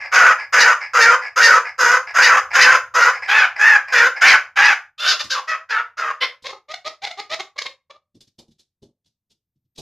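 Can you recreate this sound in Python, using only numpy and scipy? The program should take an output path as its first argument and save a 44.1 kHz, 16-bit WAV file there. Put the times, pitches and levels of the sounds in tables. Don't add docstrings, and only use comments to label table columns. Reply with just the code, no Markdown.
import sys
import numpy as np
from scipy import signal
from scipy.fft import rfft, irfft, next_fast_len
from scipy.io import wavfile
from scipy.ndimage import uniform_filter1d, minimum_filter1d, map_coordinates

SR = 44100
rng = np.random.default_rng(int(sys.argv[2]) if len(sys.argv) > 2 else 0)


def int16_out(signal):
    q = np.round(np.clip(np.atleast_2d(signal).T, -1, 1) * 32767)
    wavfile.write(sys.argv[1], SR, q.astype(np.int16))


N = 432614

# time in seconds, level in dB.
DRONE_LEVELS = [(0, -66), (1.6, -72), (2.5, -61), (4.8, -78), (6.5, -87), (9.8, -96)]
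# frequency in Hz, time to decay by 60 dB in seconds.
ROOM_T60 = [(150, .18), (500, 0.28), (1400, 0.26), (4000, .21), (10000, 0.25)]
# frequency in Hz, relative gain in dB.
FLOOR_SPECTRUM = [(20, -8.5), (50, -10.5), (85, 2), (130, -2), (400, -22.5), (1500, -33), (13000, -36)]
SCRATCH_SPECTRUM = [(300, -3), (1200, -20), (2200, -13.5), (3500, 2), (5500, 0), (8000, -11.5),
                    (13000, -21.5)]
WHEEZE_SPECTRUM = [(300, -10), (800, 9.5), (1200, -7), (2500, -0.5), (3400, -21), (4300, -14), (5000, -4),
                   (5800, 7), (9000, -17.5)]
CLUCK_SPECTRUM = [(200, -19), (400, -6.5), (650, -3.5), (1250, -2), (1700, -23), (3000, -43), (8000, -50.5)]
THROAT_SPECTRUM = [(300, -69), (600, -3.5), (850, 1.5), (1300, 10), (2500, 7), (3200, 0), (3900, -18.5),
                   (6000, -41), (9000, -53)]
BEAK_SPECTRUM = [(1200, -43), (2400, -7), (3000, -7.5), (6800, -7.5), (7500, -7.5), (8300, -19.5),
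                 (10000, -8), (13000, -0.5)]
SHRIEK_SPECTRUM = [(1200, -47), (2400, -9), (3000, 1), (6800, -11.5), (8300, -12.5), (10000, -8),
                   (13000, -10.5)]
SQUEAL_SPECTRUM = [(2000, -28), (3400, -2), (5200, -1), (6800, -2.5), (8500, -21), (13000, -30.5)]
# centre in Hz, bandwidth in Hz, relative gain in dB.
WHEEZE_FORMANTS = [(1237.4, 250, -1), (1670, 33, 16.5), (2100, 250, 7.5), (5000, 400, -6)]
SNAP_FORMANTS = [(2063, 340, 3), (3600, 350, 0), (4160, 420, -2), (5426, 930, -11), (6230, 770, -14)]
RASP_FORMANTS = [(3790, 200, -15), (4953, 240, 1.5), (6470, 620, -1.5)]
SHRIEK_FORMANTS = [(2680, 350, 1.5), (3510, 100, 7.5), (3850, 800, -2), (5400, 1000, -2.5), (5830, 460, -3)]
SQUEAL_FORMANTS = [(3880, 500, -6.5), (4860, 550, 0.5), (6320, 1100, -10.5)]
# start in seconds, thud level in dB, thud cutoff in Hz,
# scratch level in dB, rise time in seconds.
CAGE_CONTACTS = [(5.241, -47, 300, -36, 0.003), (6.422, -65, 300, -45, 0.0048),
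                 (8.143, -49, 334, -59.5, 0.013), (8.205, -61, 300.6, -44, .004),
                 (8.27, -59, 299, -55.5, 0.008), (8.382, -46.5, 643, -44.5, 0.01),
                 (8.48, -50, 300, -63.5, 0.0035), (8.506, -59, 200.5, -59.5, 0.0101),
                 (8.582, -71, 298, -48.5, 0.015), (8.818, -43.5, 390, -56, 0.013),
                 (9.04, -64, 200, -59, 0.031), (9.294, -66, 400, -55.5, 0.025),
                 (9.55, -58, 150.3, -83, .01), (9.64, -61.5, 150, -82, .012), (9.75, -68, 402, -52, 0.014),
                 (9.774, -38.5, 675, -36.5, .014)]
# start in seconds, length in seconds.
BREATHS = [(0, 0.095), (0.38, 0.085), (0.802, 0.081), (1.21, 0.092), (1.643, 0.082), (2.067, 0.064),
           (2.502, 0.084), (3.124, 0.075), (3.216, 0.077), (3.555, 0.16), (3.873, 0.21), (4.154, 0.062),
           (4.443, 0.018)]
# start in seconds, length in seconds, final pitch in Hz, tone level in dB,
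# snap level in dB.
CLUCK_NOTES = [(6.438, .038, 552.2, -33.5, -25.5), (6.473, 0.042, 543, -34.5, -31),
               (6.527, 0.012, 423.3, -33.5, -35), (6.682, 0.045, 640, -35, -31.5),
               (6.734, 0.014, 751, -31, -20.5), (6.844, .041, 637.5, -29.5, -24),
               (7.017, .039, 825, -32, -22.5), (7.061, 0.023, 763.5, -33, -24),
               (7.102, .019, 689.6, -35, -26.5), (7.171, 0.036, 417.3, -31.5, -27),
               (7.294, .056, 651, -26, -20.5), (7.388, 0.024, 384.8, -30.5, -23),
               (7.558, 0.014, 567, -39.5, -39), (7.577, .018, 592.2, -32, -15.5),
               (7.615, 0.0092, 549, -32, -11), (7.651, .021, 548, -30.5, -21.5),
               (7.896, .02, 589.6, -41.5, -39.5), (7.925, 0.046, 606, -50.5, -60)]
# start, length and attack in seconds, level in dB, relative levels of fundamental and
# rasp in dB, gape from 0 to 1, delay of the widest gape in seconds, base centre and bandwidth of the
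# throat resonance in Hz, lower voice's mid-call pitch in Hz, then, from 0 to 1, base roughness,
# upper voice's share and base shriek share.
CALL_NOTES = [ (0.114, .226, 0.029, -7.5, -21, -16, 0.16, .04, 1504, 601, 484, 0.79, 0.43, 0.09),
              (0.523, 0.22, 0.013, -7.5, -18.5, -15, 0.87, 0.089, 1497, 557, 472.5, 0.7, 0.5, 0.06),
              (0.932, 0.23, 0.018, -7.5, -16.5, -16, 0.79, 0.096, 1462, 402, 455.7, 0.46, 0.37, 0.07),
              (1.358, 0.24, 0.018, -7.5, -18.5, -14, 0.89, 0.084, 1481, 334, 456.2, 0.57, 0.63, 0.09),
              (1.779, 0.21, 0.027, -10, -15, -12, .05, 0.021, 1454, 360, 479.2, 0.51, 0.16, 0.06),
              (2.137, 0.27, 0.036, -8, -19, -15.5, 1, .105, 1502, 540, 494.6, 0.74, 0.47, 0.04),
              (2.529, 0.25, 0.03, -6.5, -19.5, -14.5, 0.87, 0.097, 1597, 616, 505.8, 0.66, 0.37, 0.13),
              (2.938, .178, 0.022, -9, -15.5, -14.5, 0.18, 0.089, 1385, 450, 471.3, 0.49, .3, 0.1),
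              (3.277, 0.19, 0.02, -9.5, -26, -15.5, 0.22, .11, 1712, 1100, 851, 0.57, 0.6, 0.8),
              (3.583, 0.2, 0.037, -7, -29.5, -20, 0.16, 0.11, 1783, 518, 925, 0.38, .4, 0.2),
              (3.92, .17, 0.013, -9, -16, -14.5, 0.21, 0.063, 1717, 419, 467, 0.47, 0.23, 0.37),
              (4.209, 0.16, 0.015, -3.5, -26.5, -17, 0.9, 0.077, 1791, 680, 793.6, 0.58, 0.13, 0.18),
              (4.557, .188, 0.026, -8, -29.5, -16, 0.48, 0.1, 1760, 1000, 850.6, 0.6, 0.42, 0.5),
              (4.978, 0.17, 0.12, -16.5, -16, 1.5, .4, .115, 1420, 454.5, 607.5, 0.57, .8, 0.93),
              (5.188, 0.038, 0.028, -22, -16.5, 1.5, 0.26, 0.013, 1353, 900, 592.4, .7, 0, 0.9),
              (5.296, .113, 0.017, -22, -17.5, -6.5, 0.97, 0.02, 1060, 200, 509, 0.6, 0.2, 0.8),
              (5.471, 0.097, 0.019, -20, -18, -20.5, 0.75, .022, 1378, 700, 643, 0.31, 0.03, 0.44),
              (5.689, 0.13, 0.025, -17.5, -25, -18, 0.45, 0.016, 1486, 457, 437, 0.42, 0.47, 0.9),
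              (5.969, 0.16, 0.019, -20.5, -17.5, -19, 0.41, 0.018, 1295, 463, 635, 0.63, 0.46, 0.32),
              (6.203, 0.059, 0.023, -18, -11.5, -2.5, 0.12, 0.036, 2051, 1500, 488, 0.73, 1, 1)]

TOP_HZ = 13150


def amp(db):
    return 10 ** (np.asarray(db) / 20)


def unit(x):
    return x / np.sqrt(np.mean(x ** 2) + 1e-20)


def along(points, hz):
    f, v = np.transpose(points)
    return np.interp(np.log(hz + 1), np.log(f), v)


def filtered(x, response):
    n = x.shape[-1]
    m = next_fast_len(n + 4096)
    return irfft(rfft(x, m) * response(np.fft.rfftfreq(m, 1 / SR)), m)[..., :n]


def coloured(x, points):
    return unit(filtered(x, lambda hz: amp(along(points, hz))))


def resonant(x, modes):
    def response(hz):
        return sum((-1) ** k * amp(db) * 1j * hz * width / (centre ** 2 - hz ** 2 + 1j * hz * width)
                   for k, (centre, width, db) in enumerate(modes))
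    return unit(filtered(x, response))


def wobble(n, rate):
    knots = rng.standard_normal(1024)
    return map_coordinates(knots, [np.arange(n) * rate / SR], mode='wrap')


def gate(n, rise, fall):
    t = np.arange(n) / SR
    return np.clip(t / rise, 0, 1) * np.clip((t[-1] - t) / fall, 0, 1)


def blend(a, b, share):
    share = np.clip(share, 0, 1)
    return np.sqrt(1 - share) * a + np.sqrt(share) * b


def add(track, start, x):
    part = track[max(round(start * SR), 0):][:len(x)]
    part += x[:len(part)]


def background(floor_db=-80):
    drone = resonant(resonant(rng.standard_normal(N), [(84, 51, 0)]), [(84, 81, 0)])
    drone_db = np.interp(np.arange(N) / SR, *np.transpose(DRONE_LEVELS))
    return amp(drone_db) * drone + amp(floor_db) * coloured(rng.standard_normal(N), FLOOR_SPECTRUM)


def room(x, first_echo_s=0.0009):
    out, hop = np.zeros(N), SR // 3
    crossfade = signal.get_window('hann', 2 * hop)
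    for start in range(0, N, hop):
        hz, t, noise = signal.stft(rng.standard_normal(SR // 3), SR, nperseg=256)
        decay = amp(-60 * t / along(ROOM_T60, hz)[:, None])
        tail = signal.istft(noise * decay, SR, nperseg=256)[1]
        tail *= np.arange(len(tail)) > first_echo_s * SR
        piece = np.pad(x, (hop // 2, 2 * hop))[start:start + 2 * hop] * crossfade
        echo = signal.fftconvolve(piece, tail / np.linalg.norm(tail))
        add(out, max(start - hop // 2, 0) / SR, echo[max(hop // 2 - start, 0):])
    return out


def cage_contacts(thud_t60=0.21, scratch_t60=0.11):
    out, n = np.zeros(N), SR // 4
    t = np.arange(n) / SR
    for start, thud_db, cutoff_hz, scratch_db, rise in CAGE_CONTACTS:
        envelope = lambda t60: np.minimum(t / rise, 1) * amp(-60 * np.maximum(t - rise, 0) / t60)
        bass_band = lambda hz: (hz / np.hypot(hz, 60)) ** 2 / (1 + (hz / cutoff_hz) ** 4)
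        thud = unit(filtered(rng.standard_normal(n), bass_band)) * envelope(thud_t60)
        friction = rng.standard_normal(n) * amp(2.3 * wobble(n, rate=219.3))
        scratch = coloured(friction, SCRATCH_SPECTRUM) * envelope(scratch_t60)
        add(out, start, amp(thud_db) * thud + amp(scratch_db) * scratch)
    return out


def syrinx(pitch_hz, rough, jitter=0.038, shimmer_db=3, flutter_rate=260):
    n, rough = len(pitch_hz), np.clip(rough, 0, 1)
    hz = pitch_hz * np.exp(jitter * rough * wobble(n, flutter_rate))
    phase = 2 * np.pi * np.cumsum(hz) / SR
    harmonics = np.arange(1, int(TOP_HZ / hz.mean()) + 1)[:, None]
    pulses = unit(np.cos(harmonics * phase).sum(0))
    air = unit(rng.standard_normal(SR)[:n] * (1 + np.cos(phase)))
    return blend(pulses, air, rough) * amp(shimmer_db * rough * wobble(n, flutter_rate))


def wheezes(pitch_hz=570., level_db=-27.5):
    out = np.zeros(N)
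    for start, length in BREATHS:
        n = int(length * SR)
        breath = syrinx(np.full(n, pitch_hz), rough=0.98)
        wheeze = coloured(resonant(breath, WHEEZE_FORMANTS), WHEEZE_SPECTRUM)
        add(out, start, amp(level_db) * wheeze * gate(n, rise=0.011, fall=0.035))
    return out


def clucks(glide_octaves=0.19, swell_db=18, snap_gain_db=2):
    out = np.zeros(N)
    for start, length, pitch_hz, tone_db, snap_db in CLUCK_NOTES:
        n = int(length * SR)
        to_go = np.linspace(1, 0, n)
        pitch = pitch_hz * 2 ** (-glide_octaves * to_go ** 2)
        tone = coloured(syrinx(pitch, rough=.18), CLUCK_SPECTRUM) * gate(n, rise=length / 2, fall=.003)
        slap = resonant(syrinx(pitch, rough=.62), SNAP_FORMANTS)
        snap = coloured(slap, [(500, -20), (1800, -3), (6800, 2.0), (8500, -11)])
        snap *= amp(snap_gain_db - swell_db * to_go) * gate(n, rise=0.008, fall=0.005)
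        add(out, start, amp(tone_db) * tone + amp(snap_db) * snap)
    return out


def upper_voice(centre_hz, rough, waver=.06, waver_rate=150, shimmer_db=2):
    n = len(centre_hz)
    pitch = centre_hz / 2 * np.exp(waver * rough * wobble(n, waver_rate))
    return unit(syrinx(pitch, rough ** 2) * amp(shimmer_db * wobble(n, waver_rate)))


def throat(x, centre_hz, width_hz):
    hz, t, spectra = signal.stft(x, SR, nperseg=256, noverlap=192)
    centre = np.interp(t * SR, np.arange(len(x)), centre_hz)
    gain = amp(along(THROAT_SPECTRUM, hz))[:, None] / np.hypot(1, 2 * (hz[:, None] - centre) / width_hz)
    voice = signal.istft(spectra * gain, SR, nperseg=256, noverlap=192)[1][:len(x)]
    return voice / np.sqrt(np.abs(uniform_filter1d(voice ** 2, size=1300)) + 1e-20)


def beak_opening(t, open_s=.03, close_s=0.046):
    return np.exp(-(t / np.where(t < 0, open_s, close_s)) ** 2)


def beak_rasp(overtones, centre_hz, shriek_share, open_hz=1700, span_hz=700, shriek_db=2):
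    rasp = coloured(resonant(overtones, RASP_FORMANTS), BEAK_SPECTRUM)
    shriek = amp(shriek_db) * coloured(resonant(overtones, SHRIEK_FORMANTS), SHRIEK_SPECTRUM)
    return blend(rasp, shriek, shriek_share + np.maximum(centre_hz - open_hz, 0) / span_hz)


def calls():
    sag_octaves_per_s, scoop_octaves, gape_lift_hz = .8, .2, 541
    rest_hz, slack_share = 613.8, .45
    edge_rough, gape_clearing = 0.25, .45
    swell_db, low_swell_db, low_trim_db = 5, 3.5, -3
    rasp_trim_db, rasp_fade_db, gape_rasp_db, squeal_db = -1, 7.5, 6.5, 7
    out = np.zeros(N)
    for (start, length, attack, level_db, low_db, rasp_db, gape, gape_delay,
         throat_hz, width_hz, pitch_hz, rough, upper_share, shriek_share) in CALL_NOTES:
        t = np.arange(int(length * SR)) / SR
        edge = np.linspace(-1, 1, len(t)) ** 2
        opening = beak_opening(t - gape_delay)
        centre = throat_hz * 2 ** (-sag_octaves_per_s * t - scoop_octaves * edge ** 2)
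        centre += gape_lift_hz * gape * opening
        pitch = pitch_hz * (rest_hz / pitch_hz) ** (slack_share * edge)
        lower = syrinx(pitch, rough + edge_rough * edge)
        upper = upper_voice(centre, rough * (1 - gape_clearing * gape * opening))
        fundamental = resonant(resonant(lower, [(530, 250, 0)]), [(528, 280, 0)])
        middle = blend(throat(lower, centre, width_hz), throat(upper, centre, width_hz), upper_share)
        overtones = blend(lower, upper, share=.6)
        rasp = beak_rasp(overtones, centre, shriek_share)
        squeal = coloured(resonant(overtones, SQUEAL_FORMANTS), SQUEAL_SPECTRUM)
        burst = gape * opening ** 3
        voice = (amp(-swell_db * edge) * middle
                 + amp(low_db + low_trim_db - low_swell_db * edge) * fundamental
                 + amp(rasp_db + rasp_trim_db - rasp_fade_db * t / length + gape_rasp_db * burst) * rasp
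                 + amp(rasp_db + squeal_db) * burst * squeal)
        add(out, start, voice * amp(level_db) * gate(len(t), rise=attack, fall=0.017))
    return out


def scene(direct_db=-1.5, room_db=-4, side_db=-8):
    direct = calls() + clucks() + wheezes() + cage_contacts()
    mid = amp(direct_db) * direct + amp(room_db) * room(direct) + background()
    side = amp(side_db) * filtered(room(direct), lambda hz: np.clip((hz - 3200) / 1200, 0, 1))
    return np.array([mid + side, mid - side])


def record(dry, ceiling=1.124, clip_level=0.92, hardness=5, quiet_db=-58, depth_db=-9):
    power = np.abs(uniform_filter1d(dry.mean(0) ** 2, size=700))
    suppressor_gain = amp(depth_db / (1 + power / amp(quiet_db) ** 2))
    safe_gain = np.minimum(1, ceiling / (np.abs(dry).max(0) + 1e-9))
    limiter_gain = uniform_filter1d(minimum_filter1d(safe_gain, size=130), size=130)
    held = dry * suppressor_gain * limiter_gain
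    saturated = held / (1 + np.abs(held / clip_level) ** hardness) ** (1 / hardness)
    return filtered(saturated, lambda hz: hz < TOP_HZ)


dry = scene()
out = record(dry)
int16_out(out)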